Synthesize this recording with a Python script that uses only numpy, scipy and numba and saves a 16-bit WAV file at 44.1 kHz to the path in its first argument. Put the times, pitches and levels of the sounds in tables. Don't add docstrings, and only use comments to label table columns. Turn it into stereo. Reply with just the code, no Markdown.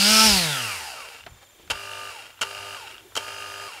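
import sys
import numpy as np
from scipy import signal
from scipy.fft import rfft, irfft
from scipy.io import wavfile
from scipy.ndimage import uniform_filter1d
from numba import njit

SR = 44100
rng = np.random.default_rng(int(sys.argv[2]) if len(sys.argv) > 2 else 0)


def log_audio(samples):
    frames = np.atleast_2d(samples).T
    limited = np.clip(frames, -1, 1)
    pcm = np.round(limited * 32767).astype(np.int16)
    wavfile.write(sys.argv[1], SR, pcm)


def gain_from_db(level_db):
    decades = np.asarray(level_db, float) / 20
    return 10 ** decades


N = 167580
T = np.arange(N) / SR

# on_s, off_s, shaft_hz, moment_of_one_knock_s, knock_db
PRESSES = [
    (1.7, 2.105, 50.23, 1.9925, 0),
    (2.411, 2.765, 50.65, 2.6268, -4),
    (3.153, 3.679, 51.13, 3.539, -3),
]


def level(x, db):
    return x * gain_from_db(db) / np.sqrt(np.mean(x ** 2))


@njit
def svf(x, hz, width):
    y, b, l = np.empty(len(x)), 0., 0.
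    for i in range(len(x)):
        g, k = np.tan(np.pi * hz[i] / SR), width[i] / hz[i]
        v = (b + g * (x[i] - l)) / (1 + g * (g + k))
        b, l, y[i] = 2 * v - b, l + 2 * g * v, k * v
    return y


def band(x, hz, width):
    return svf(x, np.clip(hz + 0 * T, 10, .45 * SR), np.maximum(width + 0 * T, 1))


def hiss():
    return rng.standard_normal(N)


def walk(rate):
    k = int(SR / rate)
    steps = np.repeat(rng.standard_normal(N // k + 1), k)
    return 1.4 * uniform_filter1d(uniform_filter1d(steps, k), k)[:N]


def coloured(table):
    hz, db = np.array(table).T
    f = np.arange(N // 2 + 1) * SR / N + 1
    gain = gain_from_db(np.interp(np.log(f), np.log(hz), db, left=-60))
    return level(irfft(rfft(hiss()) * gain, N), 0)


def bump(centre_s, half_width_s):
    return np.exp(-((T - centre_s) / half_width_s) ** 2)


def motor():
    # shaft_hz, level_db
    effort = [(8, -64), (25, -42), (50, -37.5), (100, -29), (150, -25), (220, -17)]
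    speed, turns, power, knock = shaft()
    octave = np.log2(np.maximum(speed, 1) / 220)
    press = np.searchsorted([p[0] for p in PRESSES], T)
    hz, db = np.array(effort).T
    loud = gain_from_db(np.interp(np.log(speed + 1), np.log(hz), db, left=-90))
    driven = commutator_tones(speed, turns, power, octave, press)
    driven = driven + commutator_ticks(speed, turns, octave)
    driven = driven + shaft_knocks(speed, turns, power, knock, octave, press)
    driven = driven + brush_hiss(power, octave) + bar_noise(speed, octave)
    return unbalance(speed, turns, octave) + mains_buzz(power) + loud * driven


def shaft():
    # time_s, shaft_hz
    coast = [(0, 193), (.116, 218), (.26, 220.5), (.476, 153.5), (.62, 119.5), (.78, 85.4), (.97, 54),
             (1.1, 36), (1.2, 23)]
    fast_stop_s, fast_off_s = 1.29, .27
    spin_up_s, coast_hz_per_s = .011, 128
    release_drop_hz, release_s = 6, .018
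    at, hz = np.array(coast).T
    speed = np.interp(T, [*at, fast_stop_s], [*hz, 0])
    power = 1. * (T < fast_off_s)
    knock = np.full(N, gain_from_db(-3.0))
    for on, off, top, _, db in PRESSES:
        up = top * (1 - np.exp(-np.maximum(T - on, 0) / spin_up_s))
        since = np.maximum(T - off, 0)
        down = top - release_drop_hz * (1 - np.exp(-since / release_s)) - coast_hz_per_s * since
        speed = np.where(T > on, np.clip(np.minimum(up, down), 0, None), speed)
        power = power + (T > on) * (T < off)
        knock = np.where(T > on, gain_from_db(db), knock)
    turns = np.cumsum(speed) / SR
    for on, _, _, knock_s, _ in PRESSES:
        turns = np.where(T > on, turns - np.interp(knock_s, T, turns), turns)
    return speed, turns, uniform_filter1d(power, size=200), knock


def tone(multiple, turns):
    return np.sin(2 * np.pi * (multiple * turns + rng.random())) * np.sqrt(2)


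def commutator_tones(speed, turns, power, octave, press):
    bar_multiples = [12, 24, 48, 72, 96, 120]
    # fast_run_db, press_1_db, press_2_db, press_3_db, powered_lift_db
    bar_levels = [(-22, -19, -19, -20, -2), (-19, -16, -16, -16, 1), (-26, -30, -29, -26, 3),
                  (-27, -23, -22, -20, -6), (-33, -26, -26, -24, -3), (-38, -29, -29, -25, 0)]
    out = np.zeros(N)
    for k, db in zip(bar_multiples, bar_levels):
        hz = k * speed
        gain_db = np.array(db)[press] + db[-1] * power + 1.8 * walk(28)
        gain_db = gain_db - 22 * np.maximum(octave + .8, 0)
        low_cut = 1 + (np.where(k > 12, 680, 420) / (hz + 1)) ** 8
        out += gain_from_db(gain_db) * tone(k, turns) * (hz < 11000) * housing(hz) / low_cut
    return out


def housing(hz):
    # centre_hz, width_hz, lift_db
    resonances = [(590, 100, 4), (830, 150, 10), (1220, 200, 10), (1800, 350, -4), (2300, 300, 9),
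                  (2800, 260, 10), (3350, 250, -7), (4800, 2000, 9)]
    lift = sum(db / (1 + (2 * (hz - f) / w) ** 2) for f, w, db in resonances)
    return gain_from_db(lift) / (1 + (330 / (hz + 1)) ** 2)


def unbalance(speed, turns, octave):
    shakes = [-25.5, -36.5, -36, -34.5, -43, -34, -35, -41, -42, -39, -38]
    out = np.zeros(N)
    for k, db in enumerate(shakes, start=1):
        gain_db = db + flare(k) + 6 * octave * (2 < k < 10) + min(k, 1.6) * walk(20)
        out += gain_from_db(gain_db) * tone(k, turns) / (1 + (68 / (k * speed + 1)) ** 6)
    return gain_from_db(17 * octave) * out


def flare(multiple):
    # centre_s, half_width_s, shaft_multiple, swell_db
    swells = [(0, .05, 2, -12), (0, .05, 3, -9), (0, .06, 4, -11), (0, .07, 6, -9), (.05, .05, 7, 5),
              (.205, .045, 6, 11), (.255, .045, 4, 8), (.43, .05, 3, 5), (.3, .05, 6, -5), (.2, .05, 9, 6),
              (.33, .03, 3, -7), (.36, .045, 5, 14), (.4, .04, 8, 5), (.46, .04, 9, 9), (.51, .04, 6, 4),
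              (.56, .07, 10, 9), (.61, .05, 11, 8), (.58, .025, 1, -5), (.68, .03, 1, 2), (.6, .12, 3, -6),
              (.8, .04, 11, 13), (.78, .03, 10, 12), (.92, .07, 11, 14)]
    return sum(db * bump(s, w) for s, w, k, db in swells if k == multiple)


def commutator_ticks(speed, turns, octave):
    tick = level(bell(ticks(turns, count=72, scatter_db=6.0, pattern_db=1.5)), -3.5)
    even = 1 / np.sqrt(np.maximum(speed, 12) / 50)
    return tick * even * gain_from_db(-3.0 * np.maximum(octave + 2, 0))


def passing(turns, count):
    k = np.floor(turns * count).astype(int)
    return k % count, np.diff(k, prepend=k[0]) == 1


def ticks(turns, count, scatter_db, pattern_db):
    place, arrives = passing(turns, count)
    own = gain_from_db(pattern_db * rng.standard_normal(count)) * rng.choice([-1, 1], count)
    return arrives * own[place] * gain_from_db(scatter_db * hiss())


def bell(x):
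    # centre_hz, width_hz, level_db
    modes = [(593, 390, -4.5), (900, 80, 2.5), (1380, 212, 1), (2056, 180, -4), (2250, 174, -1.5),
             (2761, 135, 6), (3190, 59, 1.5), (3850, 260, -7), (4540, 940, -10.5), (5500, 120, -7.5),
             (6820, 87, -6.5), (8900, 2000, -19.5), (9300, 630, -12.5), (13200, 590, -40)]
    return sum((-1) ** k * gain_from_db(db) * band(x, f, w) for k, (f, w, db) in enumerate(modes))


def shaft_knocks(speed, turns, power, knock, octave, press):
    rub = rough_spots(turns, speed, size=160)
    whole = gain_from_db(-14) * bell(band(rub, 2200, 2200))
    low = gain_from_db(-13 + 4 * (press > 2)) * band(band(rub, 1480, 400), 1480, 900)
    high = band(band(rub, 2800, 300), 2800, 600)
    gain_db = -4 * octave + 4 * power - 3 - 3 * (press < 1)
    return level(whole + low + high, -12) * knock * gain_from_db(gain_db)


def rough_spots(turns, speed, size):
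    place, arrives = passing(turns, size)
    turn = np.arange(size) / size
    rough = np.exp(-((turn - .06) / .07) ** 2) + gain_from_db(-14) * np.exp(-((turn - .6) / .15) ** 2)
    spot = rng.standard_normal(size) * rough
    flip_chance = .5 / (1 + (95 / (speed + 1)) ** 4)
    loose = np.where(rng.random(N) < flip_chance, -1, 1)
    return arrives * spot[place] * loose * gain_from_db(1.8 * walk(30) + 1.5 * hiss())


def brush_hiss(power, octave):
    # frequency_hz, level_db_per_hz
    spectrum = [(150, -55), (250, -14), (649, -42), (856, -5), (1170, -37), (1300, -9), (5370, 1.5),
                (12500, -7.5), (15700, -15.5)]
    # centre_hz, width_hz, level_db
    cavities = [(4780, 390, 0), (7450, 230, -13.5), (8110, 620, -6.5), (9330, 830, -1), (10260, 490, -5),
                (12660, 390, -4.5)]
    pulse = 1 + .5 * power * gain_from_db(-2.0 * (octave + 7.5)) * np.cos(2 * np.pi * 100 * T)
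    brush = gain_from_db(-5 + 3 * octave + 0.5 * walk(120)) * pulse * coloured(spectrum)
    return brush + sum(gain_from_db(db) * band(brush, f, w) for f, w, db in cavities)


def bar_noise(speed, octave):
    air = band(band(hiss(), 24.37 * speed, 3.0 * speed), 13.0 * speed, 3.5 * speed)
    return level(air, -6) * gain_from_db(4.3 * octave + 0.9 * walk(250))


def mains_buzz(power):
    # frequency_hz, level_db
    harmonics = [(100, -57), (300, -65), (400, -53.5), (500, -61), (600, -59), (700, -56), (900, -59)]
    return power * sum(gain_from_db(db + 1.8 * walk(10)) * tone(f, T) for f, db in harmonics)


def clatter():
    # start_s, level_db, length_ms, brightness_db
    clacks = [(1.699, -16.5, 4.7, -14), (1.704, -13.5, 5.2, -4.5), (1.711, -20, 8.6, -4),
              (2.411, -15.5, 2.46, -28), (2.415, -16.5, 6.3, 4), (2.425, -19.5, 4.9, -1),
              (2.431, -19, 4.3, -22), (3.153, -23, 5.1, 8), (3.164, -29.5, 7.9, 5), (3.164, -20, 4.4, 14),
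              (3.172, -20, 10.3, 1)]
    ring, crack = np.zeros(N), np.zeros(N)
    grit = hiss() * (rng.random(N) < .25)
    for s, db, ms, bright_db in clacks:
        u = np.maximum(T - s, 0) / (np.clip(ms, 2, 8) / 1000)
        ring += gain_from_db(db) * np.minimum(u / 0.3, 1) * np.exp(-u ** 2) * grit
        crack += gain_from_db(db + min(bright_db, 4)) * (u > 0) * np.exp(-u / .6) * grit
    bright = band(band(crack, 5200, 4600), 5800, 6000)
    return gain_from_db(15.5) * bell(ring) + gain_from_db(19.5) * band(ring, 3070, 160) + gain_from_db(5.5) * bright


def loose_knocks():
    # start_s, peak_db
    blows = [(1.1635, -30), (1.2335, -33), (1.238, -32), (2.265, -39), (2.329, -39), (2.787, -33),
             (2.874, -29), (2.879, -31), (2.904, -33), (2.913, -30), (2.923, -31), (2.953, -36),
             (2.965, -35), (2.981, -29), (3.008, -38), (3.783, -30)]
    hits = np.zeros(N)
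    for s, db in blows:
        three = (1 + .3 * rng.standard_normal(3)) * rng.choice([-1, 1], size=3)
        hits[int(s * SR) + np.arange(0, 60, 20)] += gain_from_db(db) * three
    hits = band(hits, 2200, 2400)
    return 11 * band(hits, 2800, 260) + 8 * band(hits, 1550, 260) + 4 * band(hits, 2200, 400)


def thuds():
    # start_s, level_db, pitch_hz
    bumps = [
        (1.264, -26, 800),
        (1.597, -42, 374),
        (1.676, -43, 1250),
        (2.391, -40, 1200),
        (3.121, -41, 850),
    ]
    out, noise = np.zeros(N), hiss()
    for s, db, hz in bumps:
        burst = (T > s) * np.exp(-np.maximum(T - s, 0) / .008) * noise
        out += gain_from_db(db + 6) * band(band(burst, hz, 1.5 * hz), hz, 4 * hz)
    return out


def hand():
    # centre_s, half_width_s, level_db, pitch_hz
    gusts = [(.15, 0.11, -47, 54.7), (.33, 0.067, -35.5, 54.6), (.45, 0.032, -47, 80.6),
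             (1.3, 0.087, -54, 63), (1.725, 0.044, -46, 80), (2.44, 0.04, -54, 97),
             (3.181, 0.0089, -55, 86.5)]
    # centre_s, half_width_s, level_db, centre_hz, width_hz
    rustles = [(1.32, 0.11, -57.5, 900, 900), (1.43, 0.02, -52.5, 900, 1390),
               (1.63, 0.066, -57.5, 348, 50.8), (1.62, 0.043, -58.5, 2880, 900), (2.3, 0.035, -75, 386, 80),
               (2.959, 0.14, -59, 381, 50), (3.05, 0.03, -53.5, 372, 40)]
    out = gain_from_db(-68 + 3 * walk(8)) * rumble(55)
    for s, w, db, hz in gusts:
        out += gain_from_db(db + 1.7 * walk(25.2)) * bump(s, w) * rumble(hz)
    for s, w, db, hz, wide in rustles:
        out += gain_from_db(1.5 * walk(59.7)) * bump(s, w) * level(band(hiss(), hz, wide), db)
    return out


def rumble(hz):
    return level(band(band(hiss(), hz, hz), hz, 1.6 * hz), 0)


def camera():
    # from_ms, to_ms
    step_times = [(0, 24), (22, 29), (31, 41), (0, 24), (20, 36), (20, 40)]
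    # from_hz, to_hz, level_db
    step_tones = [(7330, 7020, -64), (6750, 6550, -67.5), (6300, 6120, -70), (3630, 3550, -65),
                  (3340, 3120, -64), (2370, 2330, -67)]
    frame_hz, frame_s = 25, 1.327
    ms = (T - frame_s) * frame_hz % 1 * 1000 / frame_hz
    fade = (ms > 20) * np.exp(-(ms - 20) / 6)
    out = gain_from_db(-60 + 2 * walk(20.8)) * fade * band(hiss(), 2600, 1200) * 4
    for (a, b), (hz0, hz1, db) in zip(step_times, step_tones):
        gate = uniform_filter1d(1. * (ms > a) * (ms < b), size=90)
        phase = 2 * np.pi * np.cumsum(np.interp(ms, [a, b], [hz0, hz1])) / SR
        out += gain_from_db(db + 2 * walk(21.3)) * gate * np.sin(phase) * np.sqrt(2)
    return out


def bench_echo(near):
    t60_s, echo_db = .15, -13
    t = T[:SR // 3]
    tail = rng.standard_normal(SR // 3) * np.exp(-np.log(1000) * t / t60_s) * (t > .003)
    tail = tail * gain_from_db(echo_db) / np.sqrt(np.sum(tail ** 2))
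    return signal.fftconvolve(near, tail)[:N]


def room_hush():
    # frequency_hz, level_db_per_hz
    hush = [(53, -61), (90, -6), (117, -10), (151, -30), (243, -22), (565, -17.5), (3470, -21.5),
            (4210, -25), (15700, -27.5)]
    return gain_from_db(-56 + .8 * walk(9)) * coloured(hush)


def scene():
    near = motor() + clatter() + loose_knocks() + thuds()
    near = near + bench_echo(near)
    mono = near + hand() + camera() + room_hush()
    return np.array([mono, mono])


def low_pass(x):
    return signal.sosfilt(signal.butter(12, 15890, fs=SR, output="sos"), x)


def record(dry):
    top_cut = signal.ellip(12, .2, 70, 15690, fs=SR, output="sos")
    return low_pass(signal.sosfilt(top_cut, dry))


dry = scene()
out = record(dry)
log_audio(out)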